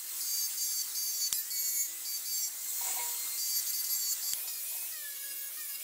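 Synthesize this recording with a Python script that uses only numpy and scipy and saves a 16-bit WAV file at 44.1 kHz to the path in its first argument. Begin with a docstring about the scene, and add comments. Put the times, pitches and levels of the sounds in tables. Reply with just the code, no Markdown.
"""Fan hiss and a thin motor whine, then the screech of a disc on steel: two angle grinders, one after the
other, dab at the weld seams of a steel box in a workshop, heard sped up. The uneven disc excites the
steel periodically, so each touch sounds a harmonic series (the orders of the disc) that sags under load.
The box is dragged and rings in its modes, and two sharp ticks part the three stretches of work. Mono."""
import sys
import numpy as np
from scipy import signal
from scipy.fft import rfft, irfft
from scipy.io import wavfile
from scipy.ndimage import uniform_filter1d

SR = 44100
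rng = np.random.default_rng(int(sys.argv[2]) if len(sys.argv) > 2 else 0)


def generate_wav(sig):
    """Save sig (samples, or channels by samples) to the path in sys.argv[1] as 16-bit PCM at SR."""
    pcm = np.round(np.clip(np.atleast_2d(sig).T, -1, 1) * 32767).astype(np.int16)
    wavfile.write(sys.argv[1], SR, pcm)


N = 257103
SWAP_S = 4.336  # the second grinder takes over; paired settings are (first, second grinder)
EDGE_HZ = 15750


def gain_of(db):
    return 10 ** (np.asarray(db) / 20)

def unit_rms(x):
    return x / np.sqrt(np.mean(x ** 2) + 1e-20)

def response(points, hz):
    """Gain of a spectral envelope, interpolated in dB over log frequency."""
    f, db = np.transpose(points)
    return gain_of(np.interp(np.log(hz + 1), np.log(f + 1), db))

def coloured(x, points):
    """Filtering multiplies the spectrum by an envelope."""
    return irfft(rfft(x) * response(points, np.fft.rfftfreq(len(x), 1 / SR)), len(x))

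def curves(rows, t):
    s, *columns = np.transpose(sorted(rows))
    return [np.interp(t, s, c) for c in columns]

def add(mix, s, sound):
    part = mix[round(s * SR):][:len(sound)]
    part += sound[:len(part)]

def drift(per_s, size):
    """Slow random fluctuation of unit rms."""
    points = rng.standard_normal(int(size / SR * per_s) + 3)
    line = np.interp(np.arange(size) * per_s / SR, np.arange(len(points)), points)
    return unit_rms(uniform_filter1d(line, 200))

def resonate(x, hz, width):
    """A resonance of unit gain is a low-pass filter shifted up to hz."""
    carrier = np.exp(2j * np.pi * hz * np.arange(len(x)) / SR)
    pole = np.exp(-np.pi * width / SR)
    return 2 * (carrier * signal.lfilter([1 - pole], [1, -pole], x / carrier)).real


# Contacts of disc and steel. Each row: start and end in seconds, level in dB at start, middle and end,
# extra dB above TOP_HZ, relative level of the landing scratch in dB.
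TOUCHES = [(0.206, 0.474, -42, -35.5, -36.5, -1.5, 5.5), (0.574, 0.829, -35, -37.5, -37.5, -1, -12),
           (0.949, 1.289, -36, -38, -36.5, -1, -4), (1.326, 1.423, -29.5, -34.5, -36, -0.5, -13),
           (1.503, 1.873, -36.5, -33, -37, 2.5, -5.5), (2.051, 2.19, -39, -38.5, -39.5, -0.5, -5),
           (2.247, 2.493, -40.5, -37.5, -38.5, 0.5, -13), (3.375, 3.61, -38.5, -35.5, -35, -2, -5),
           (3.665, 3.715, -34, -39, -32, 0, -12), (3.73, 3.822, -34, -40, -33.5, 0, -4),
           (3.841, 3.882, -32, -44, -30, 2, -7), (3.891, 4.144, -35.5, -39, -34, 1, -8),
           (4.224, 4.335, -39.5, -35.5, -33.5, -3.5, 3), (4.473, 4.608, -39.5, -49, -45, -7, -14),
           (4.921, 5.503, -44, -48, -48.5, 1, 1), (5.568, 5.77, -40.5, -46.5, -43.5, 5, -10)]
# Spectra of grips 0 to 3. Each entry: relative level of one order in dB, from the fundamental up.
FLAT_DB = [-77, -76, -74, -65.5, -69.5, -67, -66, -42.5, -51.5, -51, -45.5, -49, -50, -62, -52.5, -59.5,
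           -61, -58.5, -49.5, -48.5, -60, -47.5, -54, -56, -51, -50, -50, -80]
BOGGED_DB = [-82, -75, -81, -64, -60, -74, -76, -54, -55, -49.5, -54, -57, -59, -52, -42.5, -54, -62, -50,
             -57, -78, -64, -41.5, -47, -50, -46, -54, -58, -34.5]
TILTED_DB = [-74.5, -74, -75, -55, -73.5, -78, -71, -47.5, -61, -56, -50, -36, -39, -55, -52, -62, -54.5,
             -67, -63, -48, -47, -61, -44, -59, -48, -49, -52, -48]
SECOND_GRINDER_DB = [-77, -67, -55.5, -65.5, -66, -64, -64, -63, -60.5, -62.5, -65.5, -58.5, -61, -61, -67,
                     -62, -58, -58.5, -60, -61, -65, -57, -57, -54.5, -53.5, -57, -59, -70]
# Orders that sing out or drop back. Each row: start and end in seconds, order, extra dB.
SINGING_ORDERS = [(.2, 1.3, 11, 3), (.6, .84, 13, 4), (1.12, 1.3, 12, 6), (1.5, 1.62, 8, 7),
                  (1.5, 1.56, 12, -7), (1.5, 1.56, 13, -6), (2.04, 2.5, 4, 6), (2.04, 2.5, 12, -4),
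                  (2.33, 2.5, 13, 9), (2.42, 2.5, 10, 5), (2.42, 2.5, 8, -5), (3.37, 3.62, 10, 4),
                  (3.55, 3.96, 20, 5), (3.95, 4.15, 13, 12), (4.04, 4.15, 12, 6), (3.9, 4.34, 2, 7),
                  (4.22, 4.34, 11, -4), (4.47, 4.62, 3, -9), (4.47, 4.62, 7, 11), (4.47, 4.62, 8, 9),
                  (4.47, 4.62, 9, 7), (4.47, 4.62, 11, 14), (4.47, 4.62, 19, 9), (5.28, 5.5, 12, 6),
                  (5.28, 5.5, 18, 7), (5.28, 5.5, 25, 4), (5.28, 5.5, 28, 17), (5.67, 5.78, 3, -5)]
# Spectrum of grit on steel. Each row: frequency in Hz, relative level in dB.
GRIT_SPECTRUM = [(1000, -26.5), (3500, -18), (4600, 10), (6800, -8), (9000, -15), (11500, 10), (15500, -23)]
SHUDDER_TURNS, WANDER_DB = (.0026, .0052), (1.4, 2.8)
TOP_HZ, BLOOM_DB, BLOOM_S = 9050, (-1.5, -9), (.03, .15)  # top orders swell as the disc digs in

def grind(start, end, first_db, middle_db, last_db, top_db, scratch_db, grip):
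    """Periodic excitation: the disc's bumps make harmonics that flutter as the contact patch shifts."""
    t, grinder = np.arange(start, end, 1 / SR), int(start > SWAP_S)
    age, size, hz = t - start, len(t), disc_speed(t)
    turns = np.cumsum(hz) / SR + SHUDDER_TURNS[grinder] * drift(205, size)
    top_db = top_db + BLOOM_DB[grinder] * np.exp(-age / BLOOM_S[grinder])
    levels = gain_of([FLAT_DB, BOGGED_DB, TILTED_DB, SECOND_GRINDER_DB][grip])
    tones = np.zeros(size)
    for k, level in enumerate(levels / np.linalg.norm(levels), 1):
        wander_db = (WANDER_DB[grinder] + .057 * k) * drift(20.5, size) + 1.76 * drift(81, size)
        sing_db = sum(db * np.clip(np.minimum(t - a, b - t) / .03 + .5, 0, 1)
                      for a, b, order, db in SINGING_ORDERS if order == k)
        level = level * gain_of(wander_db + sing_db + top_db * (k * hz > TOP_HZ))
        cycles = k * turns + rng.random() + .035 * drift(90, size)
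        tones += level * np.sqrt(2) * np.cos(2 * np.pi * cycles)
    puffs = rng.standard_normal(size) * (.3 + np.exp(-(turns % 1) / .2))  # one a turn
    grit = unit_rms(coloured(puffs, GRIT_SPECTRUM))
    landing = np.exp(-age / .012)
    sound = tones * (1 - .53 * landing) + grit * (gain_of(-14) + gain_of(scratch_db) * landing)
    bite_db = np.interp(t, [start, (start + end) / 2, end], [first_db, middle_db, last_db])
    edges = np.minimum(np.minimum(age / .0015, (t[-1] - t) / .012), 1)
    return gain_of(bite_db + .9 * drift(45, size)) * sound * edges


# The disc in each touch. Each row: speed at bite and at lift in turns per second, grip number.
TOUCH_SPEEDS = [(593.5, 579, 0), (586, 570, 0), (583, 565, 0), (501, 497.5, 1), (560, 549, 2),
                (580, 573, 0), (581, 564, 0), (588, 573, 0), (580, 577, 0), (577.5, 578, 0),
                (578, 578.4, 0), (577, 559, 0), (577, 571.5, 0), (642, 607, 3), (640, 554.5, 3),
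                (622, 552, 3)]
# Openings of the stretches of work, then the close. Each row: time in seconds, turns per second.
STRETCHES = [(0, 587), (1.328, 503), (4.336, 612), (5.83, 590)]
LAG_S, SAG_S, RECOVER_S = .025, (.45, .085), .1  # delay before slowing, then two time constants
LONG_GAP_S, FREE_HZ = .25, (592, 655)  # in a long gap the disc reaches its free speed

def disc_speed(t):
    """Exponential relaxation: the rotation rate, in Hz, sags under load and recovers between touches."""
    marks = [(s - 1e-4, np.nan, 0) for s, _ in STRETCHES[1:3]]
    marks += [(s, hz, RECOVER_S) for s, hz in STRETCHES]
    next_starts = [row[0] for row in TOUCHES[1:]] + [0]
    for (start, end, *_), next_start, (bite_hz, lift_hz, _) in zip(TOUCHES, next_starts, TOUCH_SPEEDS):
        grinder = int(start > SWAP_S)
        marks += [(start + LAG_S, bite_hz, SAG_S[grinder]), (end, lift_hz, RECOVER_S)]
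        if next_start - end > LONG_GAP_S:
            marks.append((next_start, FREE_HZ[grinder], 1))
    s, hz, tau = np.transpose(sorted(marks, key=lambda m: m[0]))
    hz = np.where(np.isnan(hz), np.roll(hz, 1), hz)  # a stretch ends at the speed it had
    k = np.clip(np.searchsorted(s, t, "right") - 1, 0, len(s) - 2)
    tau = np.maximum(tau[k], 1e-3)
    progress = np.expm1(-(t - s[k]) / tau) / np.expm1(-(s[k + 1] - s[k] + 1e-9) / tau)
    return hz[k] + (hz[k + 1] - hz[k]) * np.clip(progress, 0, 1)

def load(t, ramp_s=.06):
    """Mechanical load: 0 while the disc runs free, 1 while it is on steel."""
    contact = sum((t > start) & (t < end) for start, end, *_ in TOUCHES).astype(float)
    return uniform_filter1d(contact, round(ramp_s / (t[1] - t[0])))


# High modes of the steel plates. Each row: frequency in Hz, bandwidth in Hz, gain in dB.
PLATE_MODES = [(2780, 14, 6), (5010, 10, 7), (5690, 8, 8), (6800, 12, 3), (11030, 14, 4), (11530, 12, 5)]

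def plates_and_walls(screech):
    """Resonance and reflection: the screech drives the plates, and the walls add a short tail."""
    t = np.arange(6000) / SR
    echoes = rng.choice([-1., 1.], len(t)) * (rng.random(len(t)) < .1) * gain_of(-60 * t / 1.26)
    tail = signal.oaconvolve(screech, echoes / np.linalg.norm(echoes))[:len(screech)]
    plates = sum(gain_of(db) * resonate(screech, hz, width) for hz, width, db in PLATE_MODES)
    return screech + plates + gain_of(-13) * tail


# Modes of the box. Each row: frequency in Hz, relative level in dB, base 60 dB decay time in seconds.
BOX_MODES = [(953, 0, .42), (760, -4, .25), (479, -14, .6), (2169, -6, .18), (620, -12, .1),
             (1916, -19, .3), (2885, -18, .2), (3370, -20, .3)]
# Blows on the box. Each row: time in seconds, level in dB, extra dB of the second mode, extra dB of
# the high modes, factor on the decay time.
KNOCKS = [(2.81, -42, 2.5, -10, 0.28), (2.865, -42.5, 8, -12, 0.24), (2.901, -50.5, 13.5, -4, 0.45),
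          (2.94, -47.5, 7, -10, 0.34), (2.966, -47, 10, -10, 0.59), (2.989, -40, -5, 5, 1.36),
          (4.235, -65.5, 13, -10, 0.63), (4.75, -50, 9, -8, 0.12)]
# Scrapes on the bench. Each row: start and release in seconds, level in dB, extra dB of the high modes.
DRAGS = [(2.801, 3.0, -49.5, -4.5), (2.899, 2.926, -53.5, 8.5), (4.337, 4.477, -59, -13),
         (4.711, 4.813, -58, 0)]

def box(high_hz=1500, rise_s=.012, fade_db_per_s=150):
    """Modal vibration: the steel box rings freely after blows and is driven by friction when dragged."""
    t, out = np.arange(SR // 2) / SR, np.zeros(N)
    hz, db, t60 = np.array(BOX_MODES).T[:, :, None]
    attack = np.sin(np.pi / 2 * np.minimum(t / .0026, 1)) ** 2
    for s, blow_db, second_db, high_db, ring in KNOCKS:
        mode_db = db + high_db * (hz > high_hz)
        mode_db[1] += second_db
        modes = gain_of(mode_db - 60 * t / (t60 * ring)) * np.sin(2 * np.pi * hz * t)
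        add(out, s, gain_of(blow_db) * modes.sum(0) * attack)
    friction = rng.standard_normal(len(t)) * gain_of(3.1 * drift(116.6, len(t)))
    driven = np.array([gain_of(level / 2) * resonate(resonate(friction, f, .12 * f), f, .12 * f)
                       for f, level, _ in BOX_MODES])
    driven /= driven.sum(0).std()
    for start, release, drag_db, high_db in DRAGS:
        fade_db = fade_db_per_s * np.maximum(t - release + start, 0)
        envelope = np.minimum(t / rise_s, 1) * gain_of(drag_db - fade_db)
        scrape = (gain_of(high_db * (hz > high_hz)) * driven).sum(0)
        add(out, start, envelope * np.roll(scrape, rng.integers(len(t))))
    return out


# Sharp ticks. Each row: time in seconds, level in dB, length in milliseconds, thump level in dB.
TICKS = [(1.327, -20, 1.815, -46), (4.335, -21.5, 1.09, -48.5)]
# Their spectrum. Each row: frequency in Hz, relative level in dB.
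TICK_SPECTRUM = [(100, -41), (1000, -5.5), (3000, -4), (8000, 3), (11000, -3), (16000, -9.5)]

def ticks():
    """A brief pulse has a broad spectrum: a bright burst of noise on top of a soft thump."""
    t, out = np.arange(2048) / SR, np.zeros(N)
    lead = 64  # samples of room for the filter to ring ahead
    for s, db, ms, thump_db in TICKS:
        burst = rng.choice([-1., 1.], len(t)) * (t < ms / 1000) * (1 + 1.7 * np.exp(-t / .0001))
        bright = coloured(np.roll(burst, lead), TICK_SPECTRUM)
        add(out, s - lead / SR, gain_of(db) * bright * np.linalg.norm(burst) / np.linalg.norm(bright))
        add(out, s, gain_of(thump_db) * (t / .00023) * np.exp(1 - t / .00041))
    return out


# Whine of the armature. Each row: time in seconds, level of the fundamental in dB.
WHINE_LEVELS = [(0, -66.5), (.7, -69), (1.32, -64), (1.4, -59.5), (1.9, -62), (2.1, -67), (2.65, -65),
                (3, -61), (3.36, -57.5), (3.42, -62.5), (4.3, -63.5), (4.4, -58), (4.9, -59.5), (5.1, -69),
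                (5.5, -64.5), (5.83, -63)]
# Its overtones. Each row: harmonic number, relative level in dB.
OVERTONES = [(2, 0), (4, -2), (6, -3)]
GEAR_RATIOS = 3.556, 3.913  # armature turns per disc turn
OVERTONE_FREE_DB, OVERTONE_DB_PER_HZ = (6.5, -8), .5  # overtones fade as the disc slows

def armature():
    """Rotational tones: the motor whines at a geared multiple of the disc rate; the shaft hums faintly."""
    t = np.arange(N) / SR
    hz, first = disc_speed(t), t < SWAP_S
    disc_turns = np.cumsum(hz) / SR + .019 * drift(24, N)
    motor_turns = np.cumsum(hz * np.where(first, *GEAR_RATIOS)) / SR + .064 * drift(40, N)
    sag_hz = np.where(first, *FREE_HZ) - hz
    overtone_db = np.where(first, *OVERTONE_FREE_DB) - OVERTONE_DB_PER_HZ * sag_hz
    overtones = sum(gain_of(db + overtone_db + 2 * drift(30, N)) * np.cos(2 * np.pi * k * motor_turns)
                    for k, db in OVERTONES)
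    whine = np.sqrt(2) * (np.cos(2 * np.pi * motor_turns) + overtones)
    shaft_db = np.where(first, -77, -68) - 3.2 * load(t) + .83 * drift(49, N)
    whine_db = curves(WHINE_LEVELS, t)[0] + 1.8 * drift(25, N)
    return gain_of(whine_db) * whine + gain_of(shaft_db) * np.cos(2 * np.pi * disc_turns)


# Air through the grinder. Each row: time in seconds, casing roar in dB, fan hiss near 9.5 kHz in dB,
# extra dB of howl in the vents.
AIR_LEVELS = [(0, -56, -52.5, -2.5), (.2, -51, -48, -1.5), (.9, -53, -49, -2.5), (1.32, -53.5, -51.5, -5),
              (1.335, -54, -52, -2), (1.95, -54.5, -52.5, 0), (2.22, -52.5, -49.5, -2.5),
              (2.54, -55, -53, -1.5), (2.69, -53.5, -48.5, 0), (2.88, -48, -46.5, 0.8),
              (3.37, -51.5, -48, -1), (3.63, -50.5, -47, -2.5), (4.33, -52, -50.5, 1),
              (4.342, -51, -47, -0.5), (4.5, -52, -48.5, 0), (4.82, -54, -47, -0.5), (4.95, -53, -51.5, 0),
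              (5.83, -54, -51.5, 0)]
# Air spectrum of each grinder. Each row: frequency in Hz, relative level in dB.
FIRST_FAN = [(60, -127), (150, -114), (250, -101), (500, -100), (1000, -92), (2000, -89), (3100, -89),
             (4200, -83.5), (5500, -81.5), (7800, -70.5), (9300, -77.5), (11500, -77), (14300, -72.5),
             (15600, -70.5)]
SECOND_FAN = [(60, -128), (150, -115), (250, -102), (500, -99), (1000, -94), (2000, -87), (3500, -83.5),
              (5500, -78.5), (7000, -74.5), (9000, -72.5), (11000, -69.5), (13000, -68.5), (15600, -67.5)]
# Resonances of the vents. Each row: frequency in Hz, width in Hz, share of the howl.
VENTS = [(7020, 770, 0.79), (8070, 920, 1), (14000, 1200, 0.91)]
SPLIT_HZ = 4240  # casing below, fan above
CASING_DIP_DB, HISS_DIP_DB = -3.5, -.5  # under load

def air():
    """Broadband flow noise: casing roar and fan hiss, their spectrum fluctuating in random patches."""
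    frames, hz = N // 128 + 5, np.fft.rfftfreq(512, 1 / SR)[:, None]
    t = np.arange(frames) * 128 / SR
    real, imag, patches = rng.standard_normal((frames, 257, 3)).T
    noise = real + 1j * imag
    patches = unit_rms(uniform_filter1d(uniform_filter1d(patches, 6, 0), 14, 1))
    casing_db, hiss_db, howl_db = curves(AIR_LEVELS, t)
    loaded = load(t)
    colour = np.where(t < SWAP_S, response(FIRST_FAN, hz), response(SECOND_FAN, hz))
    fan_share = 1 / (1 + (SPLIT_HZ / (hz + 1)) ** 14)
    casing = colour * np.sqrt(1 - fan_share)
    casing *= gain_of(casing_db + CASING_DIP_DB * loaded) / np.linalg.norm(casing, axis=0)
    hiss = colour * np.sqrt(fan_share) * (hz < EDGE_HZ)
    hiss /= np.linalg.norm(hiss * (abs(hz - 9500) < 700), axis=0)
    tilt_db = (-2.3 - .2 * loaded) * np.log2((hz + 1) / 9000)
    vent_db = howl_db * sum(share * np.exp(-((hz - f) / width) ** 2) for f, width, share in VENTS)
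    hiss *= gain_of(hiss_db + HISS_DIP_DB * loaded + tilt_db + vent_db)
    spectra = noise * np.hypot(casing, hiss) * gain_of(2 * patches)
    unit = signal.istft(noise / np.sqrt(257), nperseg=512, noverlap=384)[1].std()
    return signal.istft(spectra, nperseg=512, noverlap=384)[1][:N] / unit


# Hums of the workshop. Each row: frequency in Hz, bandwidth of each filter stage in Hz, level in dB.
HUMS = [(330.8, 23.6, -75), (419.7, 13, -78.5), (179.7, 12, -90), (1741, 24, -76)]

def hums():
    """Narrowband noise is heard as a wavering tone."""
    return sum(gain_of(db) * unit_rms(resonate(resonate(rng.standard_normal(N), hz, width), hz, width))
               for hz, width, db in HUMS)


def scene():
    """Superposition: the screech, the box and the ticks add to the steady machine noise."""
    screech = np.zeros(N)
    for touch, (_, _, grip) in zip(TOUCHES, TOUCH_SPEEDS):
        add(screech, touch[0], grind(*touch, grip))
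    mix = armature() + air() + hums() + box() + ticks()
    per_grinder = np.split(screech, [round(SWAP_S * SR)])  # the first one's tail stops at the swap
    mix += np.concatenate([plates_and_walls(part) for part in per_grinder])
    return np.array([mix, mix])

def record(dry):
    """Band limiting: a low-pass filter removes the treble above EDGE_HZ."""
    lowpass = signal.firwin(511, EDGE_HZ, window=("kaiser", 9), fs=SR)
    return signal.oaconvolve(dry, lowpass[None], "same")


dry = scene()
out = record(dry)
generate_wav(out)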